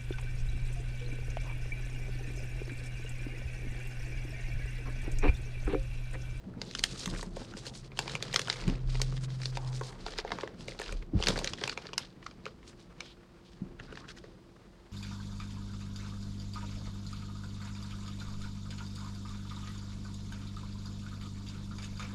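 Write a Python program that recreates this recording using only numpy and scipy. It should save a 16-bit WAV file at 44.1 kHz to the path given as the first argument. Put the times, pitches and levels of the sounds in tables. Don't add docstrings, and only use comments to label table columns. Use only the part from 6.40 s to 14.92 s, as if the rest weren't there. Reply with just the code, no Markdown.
import sys
import numpy as np
from scipy import signal
from scipy.fft import rfft, irfft, next_fast_len
from scipy.io import wavfile
from scipy.ndimage import uniform_filter1d

SR = 44100
rng = np.random.default_rng(int(sys.argv[2]) if len(sys.argv) > 2 else 0)


def attenuation_scalar(level_db):
    decades = np.asarray(level_db, float) / 20
    return 10 ** decades


def pcm_store(signal):
    levels = np.round(np.clip(np.atleast_2d(signal), -1, 1) * 32767)
    wavfile.write(sys.argv[1], SR, levels.astype(np.int16).T)


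N = 375633

# (frequency [Hz], width [Hz], level [dB])
BAG_MODES = [(471.4, 123, 10.5), (787, 1500, -4.5), (1174, 910, -2)]


def noise():
    return rng.standard_normal(N)


def evened(x):
    return x / np.sqrt(np.mean(x ** 2) + 1e-20)


def add(mix, s, sound):
    part = mix[max(round(s * SR), 0):][:len(sound)]
    part += sound[:len(part)]


def curves(rows):
    s, *columns = np.transpose(rows)
    return [np.interp(np.arange(N) / SR, s, c) for c in columns]


def read(points, hz):
    f, value = np.transpose(points)
    return np.interp(np.log(hz + 1), np.log(f + 1), value)


def colour(x, points):
    size = next_fast_len(len(x))
    gain = attenuation_scalar(read(points, np.fft.rfftfreq(size, 1 / SR)))
    return evened(irfft(rfft(x, size) * gain, size)[:len(x)])


def ring(x, modes):
    out = 0
    for hz, width_hz, db in modes:
        out = out + attenuation_scalar(db) * signal.lfilter(*signal.iirpeak(hz, hz / width_hz, SR), x)
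    return out


def band(x, lo_hz, hi_hz):
    y = signal.sosfilt(signal.butter(4, [lo_hz, hi_hz], "bandpass", fs=SR, output="sos"), x)
    return y / abs(y).max(axis=-1, keepdims=True)


def flutter(hz, db):
    slow = signal.lfilter(*signal.butter(2, hz, fs=SR), noise())
    return evened(attenuation_scalar(db * evened(slow)))


def swells(rows, rise_s, hold):
    t = np.arange(0, N / SR + .01, .002)
    power = 0
    for s, fall_s, db, *over_db in rows:
        rising = (s - t) / rise_s
        falling = (abs(t - s) / fall_s) ** hold
        shape_db = -20 * np.where(t < s, rising, falling)
        power = power + attenuation_scalar(2 * (db + shape_db + np.array([0] + over_db)[:, None]))
    return [np.interp(np.arange(N) / SR, t, np.sqrt(p)) for p in power]


def room_tone():
    # (frequency [Hz], density [dB per Hz])
    air_spectrum = [(26, -19.5), (45, 6.5), (145, -12), (181, -1), (200, -6), (275, -19.5), (351, -4),
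                    (377, -15), (866, -19.5), (1110, -21), (1600, -31), (15500, -55)]
    # (frequency [Hz], level [dB])
    fan_tones = [(344.5, -67), (172.3, -73)]
    air = attenuation_scalar(-54 - 5.5) * colour(noise(), air_spectrum)
    hiss = attenuation_scalar(-86) * noise()
    turning_s = np.cumsum(flutter(hz=2, db=.03)) / SR
    hum = sum(attenuation_scalar(db) * np.sqrt(2) * np.sin(2 * np.pi * hz * turning_s) for hz, db in fan_tones)
    return air + hiss + hum


def engine():
    # (time [s], firing rate [Hz], firing tone [dB], next order up [dB])
    speeding_up = [
        (.8, 99.7, -65, -70),
        (1.0, 102, -58, -60),
        (1.3, 106.4, -58, -52),
        (1.701, 112.6, -60.5, -49.5),
        (2.0, 117.1, -50.5, -52.5),
        (2.301, 124.8, -47, -60.5),
    ]
    # (time [s], firing rate [Hz], firing tone [dB], next order up [dB])
    booming = [
        (2.35, 125.8, -43, -51),
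        (2.552, 125.9, -34, -57),
        (2.79, 129.3, -36, -46),
        (3.16, 127.7, -38, -61),
        (3.19, 128.6, -43.5, -60),
        (3.266, 127, -35, -61),
        (3.4, 127.6, -37.5, -61),
        (3.65, 124.5, -62, -69),
    ]
    # (multiple of the cycle [1], level under the next order [dB])
    other_orders = [(4, -38.5), (5, -36.5), (8, -6), (9, -37.5), (10, -24), (12, -11.5)]
    hz, firing_db, next_db = curves([(.7, 98, -90, -90)] + speeding_up + booming + [(3.8, 124, -90, -90)])
    cycle = 2 * np.pi * np.cumsum(hz) / SR / 6
    out = attenuation_scalar(firing_db) * np.sin(6 * cycle)
    out += attenuation_scalar(next_db) * np.sin(7 * cycle)
    for k, db in other_orders:
        out += attenuation_scalar(next_db + db) * np.sin(round(k) * cycle + 6 * rng.random())
    return np.sqrt(2) * out


def leaning():
    # (peak time [s], time to fall 20 dB [s], arm sway [dB], desk rumble over the sway [dB])
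    leans = [(.07, .5, -49.5, 3.5), (.19, 0.34, -55.5, 11.5), (.4, .9, -44, -3), (.72, .25, -39.5, 0),
             (.87, 2, -50, 1), (1.6, 4, -54.5, 4.5), (2.29, 0.11, -33, 0.5), (2.32, .8, -30, -21),
             (3.15, 1.4, -46, -6.5), (3.6, 0.6, -41, -9.5), (3.92, 0.44, -60.5, 16.5), (4.2, 0.3, -50, 6),
             (4.515, .35, -35.5, -10.5), (4.77, 0.18, -32.5, -6.5), (4.89, 0.49, -42, 4),
             (5.3, 5.5, -61, 7), (7.235, 0.45, -48, -0.5), (7.5, 1.5, -60.5, 9)]
    # (frequency [Hz], width [Hz], level [dB])
    arm_modes = [(32.54, 3, -10), (62.3, 50, -30)]
    push, shake = swells(leans, rise_s=0.081, hold=0.99)
    sway = evened(ring(ring(noise(), arm_modes), [(37, 35, 0)]))
    lumpy = noise() * flutter(hz=25, db=2)
    rumble = evened(ring(ring(lumpy, DESK_MODES), [(158, 425, 0)]))
    return push * sway + shake * rumble


# (frequency [Hz], width [Hz], level [dB])
DESK_MODES = [(104, 89, -1.5), (130.4, 24, 1), (180, 29, 2), (244, 36, -4), (322, 41, -8)]


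def knocks():
    # (time [s], peak level [dB], pitch [Hz], time to fall 60 dB [s])
    bumps = [(.07, -38, 200, .05), (.165, -36, 240, .06), (.52, -36, 150, .06), (5.24, -36, 130, .06),
             (0.671, -30, 180, 0.054), (1.013, -37, 260, 0.048), (1.148, -33, 205, 0.04),
             (1.744, -31.5, 137, 0.069), (2.276, -23.5, 158, 0.059), (2.294, -28, 260, 0.079),
             (4.734, -25.5, 295, 0.081), (4.749, -20, 61.6, 0.2), (4.752, -25, 201, 0.068),
             (4.761, -20.5, 95, 0.054), (4.89, -27, 172, 0.073), (7.217, -26, 194, 0.034),
             (7.402, -40, 116, 0.054)]
    out, t = np.zeros(N), np.arange(9000) / SR
    for s, db, hz, t60 in bumps:
        thud = np.sin(2 * np.pi * hz * t) * attenuation_scalar(-60 * t / max(t60, .02))
        thud = thud * np.minimum(t / 0.0031, 1)
        thud = thud + 5.3 * ring(thud, DESK_MODES)
        add(out, s, attenuation_scalar(db) * thud / abs(thud).max())
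    return out


def walls(x):
    # (frequency [Hz], time to fall 60 dB [s])
    decay = [(300, 0.38), (1000, 0.099), (4000, 0.057), (12000, 0.09)]
    taps, at = np.zeros(SR // 2), np.arange(220, SR // 2 - 20, 20)
    taps[at + rng.integers(0, 20, len(at))] = rng.choice([-1., 1.], len(at))
    hz, t, z = signal.stft(taps, SR, nperseg=128)
    fading = attenuation_scalar(-60 * t / read(decay, hz)[:, None])
    tail = signal.istft(z * fading, SR, nperseg=128)[1]
    return signal.fftconvolve(x, tail / np.linalg.norm(tail))[:N]


def crinkle(patches_hz):
    out, grip = np.zeros(N), flutter(hz=35, db=1.6)
    for hz in patches_hz:
        strength = attenuation_scalar(4 * np.minimum(rng.exponential(1, N), 4))
        ticks = strength * (rng.random(N) < 90 / SR)
        ticks = signal.lfilter([1], [1, -.98], ticks)
        drive = (1 + .75 * evened(ticks)) * noise() * grip
        out += ring(drive, [(hz, 0.65 * hz, 0)]) / np.sqrt(hz)
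    return out


def rustle():
    # (peak time [s], time to fall 20 dB
    # [s], level [dB], dry skin over the paper [dB])
    finger_strokes = [(.223, 0.3, -61.5, -5), (.36, 0.2, -59, 0), (.45, 0.33, -54.5, 1), (.6, 0.29, -57.5, 4),
                      (.79, 0.08, -58, 6), (.97, 0.15, -57, -3), (1.09, .07, -61, -6), (1.18, 0.09, -58, 0),
                      (1.27, 0.04, -52, 2), (1.36, .06, -60, 5), (1.453, 0.03, -58, -6), (1.598, 0.12, -49.5, -7),
                      (1.69, 0.13, -49.5, -8.5), (1.754, 0.03, -52, -11), (1.834, 0.2, -52.5, -9.5),
                      (1.956, 0.21, -51.5, -3), (2.101, 0.3, -49.5, -9), (2.287, 0.09, -52, -21),
                      (2.5, 0.33, -55.5, -6.5), (2.62, 0.11, -55, -5), (2.769, 0.02, -56, -4.5),
                      (2.845, 0.02, -55, 3), (2.92, .12, -63, -2), (3.03, 0.08, -56, 1), (3.156, .035, -52, -6),
                      (3.21, .08, -64, -2), (3.27, 0.05, -62, 1), (3.35, 0.1, -60, 4), (3.45, .12, -60, 3),
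                      (3.615, 0.06, -58, -9), (3.674, .1, -52, -9), (3.791, 0.032, -44.5, -20),
               (3.86, .3, -59.5, -22), (3.93, 0.2, -54, -16), (4.2, 0.091, -59, -6),
               (4.292, 0.094, -54.5, -8.5), (4.408, 0.22, -50.5, -12), (4.8, .04, -49, -12),
               (4.84, 0.05, -46, -12), (4.89, 0.075, -41, -9), (4.98, 0.07, -48, -6), (5.05, .05, -49, -6),
               (5.085, 0.09, -51, -8), (5.19, .05, -55, -10), (5.245, .07, -45, -12), (5.3, .07, -50, -10),
               (5.385, 0.2, -57, -15), (5.591, 0.15, -55.5, -16), (5.84, 0.14, -63, -11),
               (6.062, 0.078, -60.5, -22), (6.285, 0.06, -63, 1), (6.405, 0.075, -65.5, -6.5),
               (6.615, 0.13, -57.5, -17.5), (7.066, 0.18, -69, -12), (7.43, 0.1, -62, -16),
               (7.525, .06, -62, -14), (7.572, 0.09, -57, -14), (7.697, .04, -56, -12),
               (7.778, 0.041, -62, -7), (7.845, 0.07, -65, -20)]
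    # (time [s], level [dB])
    squeezing = [(0, -65.5), (.3, -63.5), (.75, -51), (.92, -67), (1.0, -56.5), (1.45, -68.5), (1.6, -56.5),
                 (2.25, -51.5), (2.4, -62), (3.1, -59), (4.0, -55), (4.2, -64), (4.7, -70), (4.9, -48),
                 (5.15, -57), (5.7, -64.5), (8.5, -66)]
    # (frequency [Hz], density [dB per Hz])
    paper_spectrum = [(710, -35), (1200, -1.5), (2260, -3), (2490, -0.5), (4880, 1), (7000, -18),
                      (9100, -29), (15400, -120)]
    skin_spectrum = [(2400, -11), (4000, -1.5), (6500, -2), (9000, -6), (12000, -25), (16000, -55)]
    resting_db = [-73.5, -77.5]

    strokes = [row + (-7.5 - 0.45 * row[-1],) for row in finger_strokes]
    paper, dry_skin, folds = swells(strokes, rise_s=0.048, hold=1.85)
    folds = np.hypot(attenuation_scalar(curves(squeezing)[0]), folds)

    sheet = np.diff(crinkle(np.geomspace(1300, 12000, num=5)), prepend=0)
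    sheet = colour(sheet, [(1000, 1), (12000, -8)])
    hollow = evened(ring(ring(noise(), BAG_MODES), [(750, 2800, 0)])) * flutter(hz=39.3, db=3.5)

    resting = sum(attenuation_scalar(db) * colour(noise(), shape)
                  for db, shape in zip(resting_db, [paper_spectrum, skin_spectrum]))
    ducking = 1 + uniform_filter1d(paper, round(.6 * SR)) / attenuation_scalar(-55.5)

    out = attenuation_scalar(-0.3) * paper * colour(sheet, paper_spectrum)
    out += attenuation_scalar(2.16) * dry_skin * colour(sheet, skin_spectrum)
    return out + folds * hollow + resting / ducking


def drags():
    # (time [s], length [s], level [dB], centre [Hz])
    finger_drags = [(6.62, 0.13, -59, 3400), (0.57, .09, -51, 4500), (.25, .07, -56, 4000),
                    (.45, .1, -55, 3600), (2.88, .1, -60, 4200), (3.06, .06, -55, 4800),
                    (3.18, .18, -55, 900), (3.32, .07, -57, 5200), (3.41, .1, -56, 4600),
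                    (3.42, .17, -58, 850), (1.2, .18, -61, 700), (5.59, .05, -52, 3200),
                    (7.388, .025, -54, 1300), (7.39, .02, -60, 3200), (7.68, .05, -55, 1500),
                    (7.68, .04, -57, 3200), (7.68, .05, -59, 5000), (7.76, .035, -59, 1700),
                    (7.76, .035, -62, 5300), (7.8, .17, -73, 3850), (7.6, .05, -60, 1100),
                    (7.635, .03, -54, 1300), (7.47, .06, -58, 1500), (7.04, .06, -66, 3500)]
    out = np.zeros(N)
    for s, length_s, db, hz in finger_drags:
        hiss = ring(rng.standard_normal(8000), [(hz, 0.45 * hz, 0)])
        hiss = ring(hiss, [(hz, 0.67 * hz, 0)])[:int(length_s * SR)]
        add(out, s, attenuation_scalar(db) * evened(hiss) * signal.windows.tukey(len(hiss), .5))
    return out


def snaps():
    # (time [s], peak level [dB], panel ring [Hz],
    # hollow body under the peak [dB])
    cracking = [(.392, -26, 4270, -16), (.437, -21, 2300, -40), (.438, -12.5, 3400, -35),
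                (.658, -23.5, 3400, -13), (.676, -30, 1010, -11), (.828, -29.5, 1070, -11),
                (.967, -38, 960, 6.5), (1.266, -33, 4150, -5.5), (1.59, -17.5, 3030, -11),
                (1.825, -23, 4020, -11), (1.938, -25.5, 1800, -14), (1.942, -20, 5450, -8),
                (1.993, -21, 3300, -10), (2.016, -26.5, 4100, -18), (2.278, -31, 2800, -20),
                (2.616, -17.5, 4760, -15.5), (3.778, -36, 4200, -19), (4.397, -31, 1270, 1),
                (4.415, -28.5, 1670, -19), (4.524, -31, 2380, -4), (4.861, -28, 3340, -16),
                (4.884, -14.5, 3460, -11), (4.989, -25, 4300, -30), (5.044, -23, 5190, -10),
                (5.276, -24, 2600, -12), (5.579, -17.5, 4400, -40), (5.579, -22, 2600, -30)]
    snapping = [(.216, -27.5, 4200, -10), (.311, -32.5, 4040, -18), (.35, -24, 3360, -35.5),
                (.387, -30.5, 6300, -14), (.711, -37, 3730, -7), (1.169, -36, 4830, -3),
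                (1.573, -32, 2860, -16), (1.752, -21, 2580, -11), (1.928, -28, 4240, -21),
                (1.96, -11.5, 4655, -35), (1.96, -20, 1400, -15), (2.082, -25, 1600, -19),
                (2.298, -33.5, 3240, -5), (3.171, -26, 880, -29), (3.411, -29, 895, -1),
                (3.786, -25, 1900, -13), (4.282, -28.5, 2540, -5.5), (4.39, -31, 4150, -12),
                (4.801, -34, 802, 0), (4.837, -23.5, 3330, -12), (6.055, -30.5, 2600, -12)]
    popping = [(.737, -36.5, 1560, 2.5), (.748, -34, 2030, -12), (.761, -35, 1530, -6),
               (.793, -35, 1290, -9), (1.137, -35.5, 1640, -12), (1.678, -26.5, 2820, -9),
               (1.851, -37, 1800, -17), (2.073, -28, 2800, -26), (2.127, -26.5, 5030, -25),
               (2.601, -32.5, 1007, -29), (3.663, -29.5, 794, -13), (4.46, -36, 2600, -27),
               (4.48, -34.5, 3600, -12), (4.87, -14.5, 4200, -18), (4.958, -27, 1500, -3),
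               (4.976, -29.5, 3950, 4), (5.134, -26, 3200, -14), (5.295, -22.5, 4150, -18),
               (5.375, -26, 2400, -10), (7.524, -37.5, 1400, -1)]
    denting = [(2.099, -14.5, 4400, -15), (2.546, -34.5, 4165, -5), (2.553, -30.5, 2490, -11),
               (3.056, -21, 4100, -21), (3.683, -33.5, 1300, -3), (3.785, -22.5, 4560, -11),
               (3.848, -33, 765, 4.5), (3.905, -32.5, 774, -16), (3.918, -22, 1090, -7),
               (3.986, -26.5, 1080, -35), (4.009, -32.5, 3700, -20), (4.032, -41, 1020, 15.5),
               (4.075, -30, 2000, -26), (4.825, -20.5, 3070, -16), (5.074, -19.5, 4370, -40),
               (5.215, -31, 1040, -1.5), (5.237, -19.5, 3340, -10), (5.325, -33, 1410, -13.5),
               (6.063, -28.5, 1480, -2), (5.468, -31, 4160, -32), (5.532, -31.5, 3000, -7),
               (5.863, -31, 1300, -20), (6.605, -28, 2810, -36), (7.398, -33.5, 1720, -5),
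               (7.573, -33.5, 1710, -18), (7.84, -44, 1016, 0.5)]
    ticking = [(.138, -46, 1500, -15), (.337, -38, 5890, -20), (.373, -42, 6500, -25), (1.017, -40, 900, 0),
               (1.254, -39, 1940, -12), (1.338, -46, 3340, -15), (1.352, -41, 4170, -15),
               (1.518, -40, 2200, -5), (1.658, -37, 1100, -8), (1.695, -31, 3700, -15),
               (1.735, -37, 3690, -15), (1.806, -39, 1090, -8), (1.881, -37, 2900, -15),
               (2.158, -36, 2300, -15), (2.2, -37, 2500, -12), (2.223, -39, 1740, -12),
               (2.239, -35, 2500, -15), (2.353, -40, 2450, -15), (2.723, -38, 1340, -3),
               (2.768, -38, 3600, -15), (2.776, -38, 3300, -15), (3.171, -29, 4200, -30),
               (2.903, -41, 3800, -15), (3.017, -34, 4470, -15), (3.033, -35, 4310, -20),
               (3.154, -38, 5000, -8), (3.275, -40, 4700, -8), (3.329, -40, 4100, -8),
               (3.355, -41, 3900, -15), (3.435, -38, 4070, -5), (3.482, -39, 4700, -15),
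               (3.527, -40, 2000, -6), (3.664, -32, 3900, -20), (3.721, -37, 3800, -15),
               (3.736, -38, 3700, -3), (3.877, -36, 2400, -8)]
    late_ticking = [(4.207, -40, 3200, -20), (4.32, -37, 2000, -10), (4.348, -42, 1070, -5),
                    (4.624, -42, 2430, -12), (4.033, -31, 1900, -20), (4.876, -35, 450, 3),
                    (4.902, -31, 450, 3), (4.925, -38, 400, 2), (4.963, -30, 2000, -10),
                    (4.992, -37, 450, 3), (5.013, -38, 450, 2), (5.052, -37, 400, 0),
                    (5.176, -41, 3610, -15), (5.184, -36, 1900, -10), (5.212, -33, 3910, -20),
                    (5.445, -43, 1200, -8), (5.453, -38, 1600, -5), (5.489, -39, 1500, -8),
                    (5.538, -36, 3000, -15), (5.827, -42, 2000, -8), (5.865, -36, 4500, -25),
                    (5.911, -43, 3000, -10), (6.229, -46, 1990, -10), (4.492, -31, 1700, -3),
                    (7.554, -40, 1900, -15), (7.555, -44, 4300, -25), (7.606, -45, 1100, -5),
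                    (7.683, -42, 1810, -12), (7.688, -38, 3200, -12), (7.704, -40, 1500, -10),
                    (7.704, -42, 5000, -25), (3.918, -28, 3400, -30), (7.774, -43, 1810, -15),
                    (7.785, -45, 3500, -15)]
    crispness = [-15.5, -23.5, -28, -40, -38, -42]
    kinds = [cracking, snapping, popping, denting, ticking, late_ticking]
    creases = [row + (crisp_db,) for rows, crisp_db in zip(kinds, crispness) for row in rows]

    out, t = np.zeros(N), np.arange(1400) / SR
    chance = rng.standard_normal((len(creases), len(t)))
    slips = chance * np.minimum(t / 0.0005, 1) * attenuation_scalar(-60 * t / 0.013)
    edge_slips = chance * np.minimum(t / 0.00039, 1) * attenuation_scalar(-60 * t / 0.016)
    hollows = band(ring(slips, BAG_MODES), 298, 1033)
    sheets = .55 * band(slips, 1500, 6500)
    crisp = band(edge_slips, 6210, 8890) + 0.2 * band(edge_slips, 9500, 13000)
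    for k, (s, db, hz, body_db, crisp_db) in enumerate(creases):
        snap = band(slips[k], 0.728 * hz, 1.172 * hz)
        snap = snap + 1.77 * band(slips[k], 0.33 * hz, min(1.81 * hz, 5400))
        snap = snap + sheets[k] + attenuation_scalar(body_db + 5.5) * hollows[k] + attenuation_scalar(crisp_db + 12.0) * crisp[k]
        add(out, s, attenuation_scalar(db - 5.5) * snap)
    return out


def scene():
    background = room_tone() + engine()
    desk = leaning() + knocks()
    close = snaps() + drags()
    return (background + desk + rustle() + close + attenuation_scalar(-12.5) * walls(close))[None]


def low_pass(x):
    return signal.sosfilt(signal.butter(12, 16380, fs=SR, output="sos"), x)


def record(dry):
    return low_pass(dry)


dry = scene()
out = record(dry)
pcm_store(out)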